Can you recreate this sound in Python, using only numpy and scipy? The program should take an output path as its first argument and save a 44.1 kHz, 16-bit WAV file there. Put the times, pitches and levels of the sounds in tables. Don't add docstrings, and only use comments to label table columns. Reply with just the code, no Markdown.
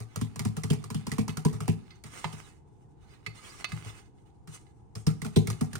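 import sys
import numpy as np
from scipy import signal
from scipy.fft import rfft, irfft, next_fast_len
from scipy.io import wavfile

SR = 44100
rng = np.random.default_rng(int(sys.argv[2]) if len(sys.argv) > 2 else 0)


def dump(signal):
    limited = np.clip(np.atleast_2d(signal).T, -1, 1)
    pcm = np.round(limited * 32767).astype(np.int16)
    wavfile.write(sys.argv[1], SR, pcm)


N = 255339
TIME = np.arange(N) / SR
FREQS = np.maximum(np.fft.rfftfreq(N, 1 / SR), 1)

# (frequency [Hz], relative level per Hz [dB])
ROOM_TONE = [(25, -10), (60, 3), (130, 5), (240, -8.5), (340, -5.5), (450, -10), (600, -27), (820, -9.5),
             (1150, -27.5), (2000, -40.5), (5000, -47.5), (8700, -51.5), (11000, -61.5), (16000, -76.5)]
ROOM_TONE_DB = -55
# (start [s], length [s], swell [s], rasp level [dB], hiss level [dB])
SLIDES = [(0, 1.96, 0.11, -63.5, -75.5), (2.035, 0.27, 0.037, -53.5, -57),
          (2.32, 0.15, 0.012, -50.5, -54.5), (2.926, 0.45, 0.11, -64, -75), (3.341, 0.27, .018, -51.5, -56),
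          (3.679, .32, 0.021, -54, -59.5), (4.248, 0.0233, 0.02, -66, -73),
          (4.468, 0.084, 0.025, -54.5, -52), (4.959, 0.041, 0.017, -61, -54),
          (5.092, .64, 0.24, -60.5, -65.5)]
SLIDE_T60_S = 0.22
RESTING_DB = -83
# (frequency [Hz], relative level per Hz [dB])
RASP_COLOUR = [(150, 4), (420, 3.5), (620, -5.5), (1200, 3), (2000, -7), (3200, -5), (4300, -29),
               (6000, -18.5)]
# (frequency [Hz], relative level per Hz [dB])
HISS_COLOUR = [(2000, -25), (3200, -35), (4700, -6), (6000, 2.5), (7500, 3.5), (9500, 6), (10700, -3),
               (14000, -4), (16500, -49.5)]
# (frequency [Hz], relative level [dB], time to fall 60 dB [s])
METAL_MODES = [(1173, -13, 0.14), (1234, 0, 0.058), (1504, -32, 0.055), (1687, -7, 0.061), (1853, -19, .05),
               (2062, 1, .07), (2265, -8.5, 0.058), (2582, -8, 0.11), (2920, -1.5, 0.035),
               (3290, -2, 0.018), (3545, -14.5, 0.14), (3580, -9, 0.065), (3870, -10, 0.11),
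               (4128, -4.5, 0.066), (4460, -9.5, 0.22), (4890, -9, 0.082), (5330, -11.5, .06),
               (6180, -7.5, 0.048)]
# (time [s], tick level [dB], thump level [dB], clack pitch [Hz])
TAPS = [(0.002, -44.5, -34.5, 790), (0.1585, -31.5, -30.5, 1334), (0.3586, -39.5, -37.5, 1030),
        (0.393, -29.5, -29.5, 2060), (0.5668, -35, -29.5, 1044), (0.6343, -33.5, -27.5, 1990),
        (0.731, -35.5, -40, 840), (0.84, -40.5, -39.5, 1160), (0.902, -36, -33, 1020),
        (1.0673, -34, -31, 1000), (1.116, -31.5, -28, 1950), (1.2792, -34.5, -29.5, 960),
        (1.37, -33, -30.5, 1330), (1.529, -46, -31.5, 840), (1.6042, -35.5, -30, 1235),
        (2.0378, -43.5, -42.5, 2120), (2.326, -48, -38.5, 3030), (3.855, -53, -37, 1670),
        (4.4738, -46, -40.5, 1260), (4.9527, -39, -34.5, 5140), (5.2172, -36, -32, 2040),
        (5.247, -37.5, -29, 1370), (5.4712, -30.5, -27, 2110), (5.5006, -31, -31.5, 1250),
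        (5.73, -38.5, -36.5, 1690), (5.7534, -31.5, -34, 1440)]
TAP_CLACK_DB = -6.5
TAP_KNOCK_DB, TAP_SQUELCH_DB = -19.5, -17.5
TAP_POCKET_HZ = 1217
# (frequency [Hz], relative level [dB], time to fall 60 dB [s])
THUMP_MODES = [(68.9, -7, 0.64), (109.1, -0.5, 0.27), (152.35, 2, .17), (174, -13, 0.19), (221.1, -5, .15),
               (238.9, -3.5, .13)]
# (frequency [Hz], relative level [dB], time to fall 60 dB [s])
KNOCK_MODES = [(281, -2.5, 0.03), (328, -15.5, 0.046), (382, -2, 0.081), (423.1, 0, 0.16), (442, -6, 0.13),
               (503, -15, 0.072), (649, -19.5, 0.067), (670, -18, 0.069), (768, -13.5, 0.061),
               (814, -13.5, 0.12), (993, -5.5, 0.063)]
# (time [s], pitch [Hz])
ROCKING = [(0, 142), (1.35, 176), (2.2, 155), (3.5, 121), (5.0, 143), (5.79, 139)]
LIGHT_TAP_DB, ROCKING_OCTAVES_PER_DB = -29, .018
# (frequency [Hz], relative level per Hz [dB])
TICK_COLOUR = [(1200, 0.5), (2800, -25), (4500, 2.5), (6000, 1.5), (9000, 1), (11000, 10.5), (14000, 2),
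               (16500, -36.5)]
# (frequency [Hz], relative level per Hz [dB])
SQUELCH_COLOUR = [(400, -9.5), (750, 14.5), (1300, -11.5), (2000, 3), (3100, -2), (4500, -1), (6000, -2),
                  (9000, 0.5), (11000, 1.5), (14000, -2), (16500, -28)]
# (time [s], thump level [dB], clack pitch [Hz], air pocket pitch [Hz])
PUSHES = [(0.212, -24.5, 1120, 3400), (0.45, -22, 1230, 997), (0.7013, -18, 3290, 2600),
          (0.9446, -25, 1190, 3180), (1.182, -20, 1094, 2420), (1.4494, -17, 990, 1040),
          (1.679, -18.5, 752, 2670), (5.066, -17, 5420, 1300), (5.36, -13.5, 3630, 3900),
          (5.609, -21.5, 1185, 1240)]
USUAL_PUSH_DB = -18.5
PUSH_TICK, PUSH_CLACK, PUSH_KNOCK, PUSH_SQUELCH = (-31.5, 0.63), (-36.5, .95), (-37.5, 2.4), (-42.5, 0.92)
# (time [s], level [dB], most favoured pitch [Hz])
SHORT_RINGS = [(1.293, -37, 3250), (1.9062, -45, 4500), (4.184, -66, 2000), (4.575, -54, 2590),
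               (4.6664, -61.5, 3000), (5.528, -44, 2830)]
# (time [s], clack level [dB], clack pitch [Hz], ring level [dB], ring pitch [Hz], thump level [dB])
RIM_HITS = [(2.2428, -28, 900, -28.5, 1490, -32.5), (3.2632, -38.5, 2140, -31, 2106, -39),
            (3.6434, -37.5, 1400, -24.5, 2580, -61), (3.719, -49.5, 1680, -34.5, 1700, -30.5)]
RIM_TICK_DB = -10
RIM_KNOCK_DB = -16
RIM_SQUELCH_DB = -20.5
# (frequency [Hz], level difference [dB])
BALANCE = [(100, 2), (250, 0), (450, -2), (1000, -3), (2000, -10.5), (4000, -5.5), (8000, 0), (16000, 0)]
# (frequency [Hz], phase [radians])
LEAD = [(40, 2.5), (100, .9), (160, 1.35), (230, 1.84), (420, 1.42), (1300, -0.5), (1800, 1.2), (3800, -4),
        (6500, 1.54), (8000, 1.4), (11500, -4), (15500, -2)]
# (frequency [Hz], relative level per Hz [dB])
ROOM_COLOUR = [(60, -3.5), (150, 1), (400, 2), (1000, 0), (4000, -4), (10000, -3.5), (16000, -18.5)]
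CUTOFF_HZ = 16300


def from_db(db):
    return 10 ** (np.asarray(db) / 20)


def rms_one(x):
    return x / np.sqrt(np.mean(x ** 2) + 1e-20)


def at_hz(points, hz):
    f, value = np.transpose(points)
    return np.interp(np.log(hz), np.log(f), value)


def fade(t, t60):
    return np.exp(-np.log(1000) * np.clip(t / t60, 0, 10)) * (t >= 0)


def add(out, s, sound):
    i = max(int(s * SR), 0)
    out[..., i:i + sound.shape[-1]] += sound[..., :max(N - i, 0)]


def colour(x, spectrum):
    size = next_fast_len(N + SR // 10) // 2 * 2
    hz = np.maximum(np.fft.rfftfreq(size, 1 / SR), 1)
    cepstrum = irfft(np.log(from_db(at_hz(spectrum, hz))))
    cepstrum[1:size // 2] *= 2
    cepstrum[size // 2 + 1:] = 0
    response = np.exp(rfft(cepstrum))
    return rms_one(irfft(rfft(x, size) * response)[..., :N])


def stereo_noise(alike):
    alike = np.clip(alike, 0, 1)
    shared = np.sqrt(alike) * rng.standard_normal(N)
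    return shared + np.sqrt(1 - alike) * rng.standard_normal((2, N))


def grains(per_s, spread_db, smooth, alike=0.45):
    sizes = from_db(spread_db * np.minimum(rng.exponential(1, N), 4))
    pops = sizes * (rng.random(N) < per_s / SR)
    return rms_one(pops * stereo_noise(alike)) + smooth * stereo_noise(alike)


def drift(per_s):
    slow = np.exp(-(FREQS / per_s) ** 2)
    return rms_one(irfft(rfft(rng.standard_normal(N)) * slow, N))


def wall_echo(x, gap_s, wander, per_s, strength):
    wandering = drift(per_s) + 0.456 * np.array([drift(per_s), drift(per_s)])
    lags = gap_s * np.exp(wander * wandering)
    echo = np.array([np.interp(TIME - lag, TIME, side) for side, lag in zip(x, lags)])
    return rms_one(x + strength * echo)


def band_noise(centre_hz, width, length):
    band = signal.butter(2, centre_hz * np.exp([-width, width]), "band", fs=SR, output="sos")
    settled = signal.sosfilt(band, rng.standard_normal((2, length + SR // 20)))[:, -length:]
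    return rms_one(settled)


def contacts(*names):
    events = [push(*row) for row in PUSHES]
    events += [tap(*row) for row in TAPS]
    events += [rim_hit(*row) for row in RIM_HITS]
    return [np.array([event[name] for event in events]) for name in names]


def bursts(levels_db, t60, rise_s):
    out, t = np.zeros(N), TIME[:SR // 2]
    for s, db in zip(*contacts("s"), levels_db):
        add(out, s, from_db(db) * fade(t, t60) * (1 - np.exp(-t / rise_s)))
    return out


def quiet_kitchen():
    return from_db(ROOM_TONE_DB) * colour(stereo_noise(0.13), ROOM_TONE)


def sliding():
    power = np.full((2, N), from_db(RESTING_DB) ** 2)
    for start, length, swell_s, rasp_db, hiss_db in SLIDES:
        t = TIME[:int((length + SLIDE_T60_S) * SR)]
        shape = np.minimum(t / swell_s, 1) * fade(np.maximum(t - length, 0), SLIDE_T60_S)
        add(power, start, (from_db([[rasp_db], [hiss_db]]) * shape) ** 2)
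    return np.sqrt(power)


def metal_ring(centre_hz, scatter_db=2.0):
    hz, db, t60 = np.transpose(METAL_MODES)[:, :, None]
    db = db - 7 * np.abs(np.log2(hz / centre_hz)) + scatter_db * rng.standard_normal(hz.shape)
    t, phase = TIME[:SR // 4], rng.random((2, len(METAL_MODES), 1))
    swings = np.sin(2 * np.pi * (hz * t + phase))
    return (from_db(db) * fade(t, t60) * swings).sum(1)


def scraping(ring_db, grit_db, patchy_db, catch_db, stutter_db):
    rasp_gain, hiss_gain = sliding()
    slips = grains(per_s=740, spread_db=4.0, smooth=1.0, alike=0.19)
    ringing = rms_one(signal.fftconvolve(slips, metal_ring(centre_hz=2740), axes=1)[:, :N])
    grit = rms_one(sum(band_noise(hz, width=.02, length=N) * from_db(patchy_db * drift(20))
                       for hz, db, t60 in METAL_MODES))
    catches = colour(grains(per_s=39, spread_db=-0.5, smooth=0, alike=0.45), SQUELCH_COLOUR)
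    rasp = colour(slips, RASP_COLOUR) + from_db(ring_db) * ringing
    rasp = rms_one(rasp + from_db(grit_db) * grit + from_db(catch_db) * catches)
    hiss = colour(grains(per_s=1300, spread_db=1, smooth=2.3), HISS_COLOUR)
    hiss = wall_echo(hiss, gap_s=0.000803, wander=0.21, per_s=2.7, strength=0.62)
    grip = from_db(stutter_db * drift(17))
    return grip * (rasp * rasp_gain + hiss * hiss_gain)


def tap(s, tick_db, thump_db, clack_hz):
    return dict(s=s, tick=tick_db, clack=tick_db + TAP_CLACK_DB, clack_hz=clack_hz, thump=thump_db,
                knock=thump_db + TAP_KNOCK_DB, squelch=thump_db + TAP_SQUELCH_DB, pocket_hz=TAP_POCKET_HZ)


def clicks(blow_db, snap_db, tick_gain_db, clack_gain_db, note_db, note_width, note_t60):
    s, tick_db, clack_db, pitch_hz = contacts("s", "tick", "clack", "clack_hz")
    chatter = colour(grains(per_s=3500, spread_db=0.5, smooth=0.31, alike=0.95), TICK_COLOUR)
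    chatter = wall_echo(chatter, gap_s=0.000509, wander=.4, per_s=4.18, strength=0.34)
    out = chatter * bursts(tick_db + tick_gain_db, t60=0.038, rise_s=0.00088)
    t = TIME[:SR // 8]
    bright = signal.butter(2, 7500, "high", fs=SR, output="sos")
    for at, tick, db, hz in zip(s, tick_db, clack_db, pitch_hz):
        snap = signal.sosfilt(bright, rng.standard_normal(len(t)) * fade(t, t60=0.0018))
        add(out, at + 0.0011, from_db(tick + snap_db) * snap)
        blow = np.sin(2 * np.pi * hz * t) * fade(t, t60=0.02) * (1 - np.exp(-t / 0.00076))
        add(out, at + 0.00102, from_db(db + blow_db) * blow)
        clack = band_noise(np.clip(hz, 1150, 2200), width=0.87, length=len(t)) * fade(t, t60=0.053)
        note = band_noise(hz, note_width, len(t)) * fade(t, note_t60)
        mix = from_db(clack_gain_db) * clack + from_db(note_db) * note
        add(out, at, from_db(db) * mix * (1 - np.exp(-t / 0.0016)))
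    return out


def bowl_ring(modes, levels_db, centres_hz, travel_s, rise_s, punch, punch_t60,
              scatter_db, detune, focus_db):
    hz, mode_db, t60 = np.transpose(modes)[:, :, None]
    out = np.zeros(N)
    t = np.maximum(TIME[:SR // 3] - travel_s * (hz[0] / hz) ** .5, 0)
    decay = fade(t, t60) + punch * fade(t, punch_t60)
    shape = from_db(mode_db) * decay * (1 - np.exp(-(t / rise_s) ** 2))
    for s, db, centre_hz in zip(*contacts("s"), levels_db, centres_hz):
        strength, shift = rng.standard_normal((2, len(modes), 1))
        weight = from_db(scatter_db * strength - focus_db * np.log2(hz / centre_hz) ** 2)
        swing = (shape * weight * np.sin(2 * np.pi * hz * (1 + detune * shift) * t)).sum(0)
        add(out, s, from_db(db) * swing / np.std(swing[:SR // 25]))
    return out


def rocking_and_knocking():
    s, knock_db, thump_db = contacts("s", "knock", "thump")
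    light_tap_hz = np.interp(s, *np.transpose(ROCKING))
    thump_hz = light_tap_hz * 2 ** (ROCKING_OCTAVES_PER_DB * (thump_db - LIGHT_TAP_DB))
    thump = bowl_ring(THUMP_MODES, thump_db - 3.5, thump_hz, travel_s=0.00796, rise_s=0.0034,
                      punch=0.86, punch_t60=0.089, scatter_db=4.0, detune=0.029, focus_db=14.5)
    knock = bowl_ring(KNOCK_MODES, knock_db, 2.03 * thump_hz, travel_s=0.00402, rise_s=0.0077,
                      punch=2.6, punch_t60=0.043, scatter_db=4.5, detune=0.015, focus_db=7.5)
    return thump + knock


def squelch(gain_db, pocket_db, pocket_width, t60):
    s, squelch_db, pocket_hz = contacts("s", "squelch", "pocket_hz")
    crackle = colour(grains(per_s=600, spread_db=-1.5, smooth=0.92), SQUELCH_COLOUR)
    crackle = wall_echo(crackle, gap_s=0.000578, wander=0.386, per_s=8.3, strength=0.8)
    out = crackle * bursts(squelch_db + gain_db, t60, rise_s=0.013)
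    t = TIME[:SR // 4]
    for at, db, hz in zip(s, squelch_db, pocket_hz):
        pocket = band_noise(hz, pocket_width, len(t)) * fade(t, t60) * (1 - np.exp(-t / 0.0035))
        add(out, at, from_db(db + pocket_db) * pocket)
    return out


def push(s, db, clack_hz, pocket_hz):
    tick, clack, knock, wet = (level + growth * (db - USUAL_PUSH_DB) for level, growth in
                               (PUSH_TICK, PUSH_CLACK, PUSH_KNOCK, PUSH_SQUELCH))
    return dict(s=s, tick=tick, clack=clack, clack_hz=clack_hz, thump=db,
                knock=knock, squelch=wet, pocket_hz=pocket_hz)


def short_rings(gain_db):
    rings = list(SHORT_RINGS)
    rings += [(s, ring_db, ring_hz) for s, _, _, ring_db, ring_hz, _ in RIM_HITS]
    out = np.zeros((2, N))
    for s, db, centre_hz in rings:
        add(out, s, from_db(db + gain_db) * metal_ring(centre_hz))
    return out


def rim_hit(s, clack_db, clack_hz, ring_db, ring_hz, thump_db):
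    return dict(s=s, tick=ring_db + RIM_TICK_DB, clack=clack_db, clack_hz=clack_hz, thump=thump_db,
                knock=min(clack_db, thump_db) + RIM_KNOCK_DB, squelch=thump_db + RIM_SQUELCH_DB,
                pocket_hz=TAP_POCKET_HZ)


def left_and_right(dry):
    left_right = np.array([[.5], [-.5]])
    gains = from_db(at_hz(BALANCE, FREQS) * left_right)
    sides = gains * np.exp(1j * at_hz(LEAD, FREQS) * left_right)
    even_power = np.sqrt(np.mean(np.abs(sides) ** 2, 0))
    return irfft(rfft(dry) * sides / even_power, N)


def kitchen(x, wet_db, t60, gap_s):
    t = TIME[:SR]
    tail = rng.standard_normal((2, SR)) * fade(t, t60) * (1 - np.exp(-(t / gap_s) ** 2))
    tail = tail / np.sqrt(np.sum(tail ** 2) / 2)
    wet = signal.fftconvolve(x, tail, axes=1)[:, :N]
    return from_db(wet_db) * np.std(wet) * colour(wet, ROOM_COLOUR)


def scene():
    room_tone = quiet_kitchen()
    scrape = scraping(ring_db=-5.5, grit_db=-2.5, patchy_db=5.0, catch_db=-9.5, stutter_db=3.5)
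    click = clicks(blow_db=8.5, snap_db=9, tick_gain_db=5.5, clack_gain_db=2.0,
                   note_db=2.5, note_width=0.085, note_t60=0.047)
    bowl = rocking_and_knocking()
    batter = squelch(gain_db=9.5, pocket_db=1.5, pocket_width=0.095, t60=0.15)
    rings = short_rings(gain_db=-2.0)
    dry = left_and_right(scrape + click + bowl + batter + rings)
    return dry + kitchen(dry, wet_db=-12.0, t60=0.43, gap_s=0.012) + room_tone


def record(dry):
    notch = signal.iirnotch(11800, 4.5, fs=SR)
    notched = signal.lfilter(*notch, signal.lfilter(*notch, dry))
    top_cut = signal.ellip(10, .2, 80, CUTOFF_HZ, fs=SR, output="sos")
    return signal.sosfilt(top_cut, notched)


dry = scene()
out = record(dry)
dump(out)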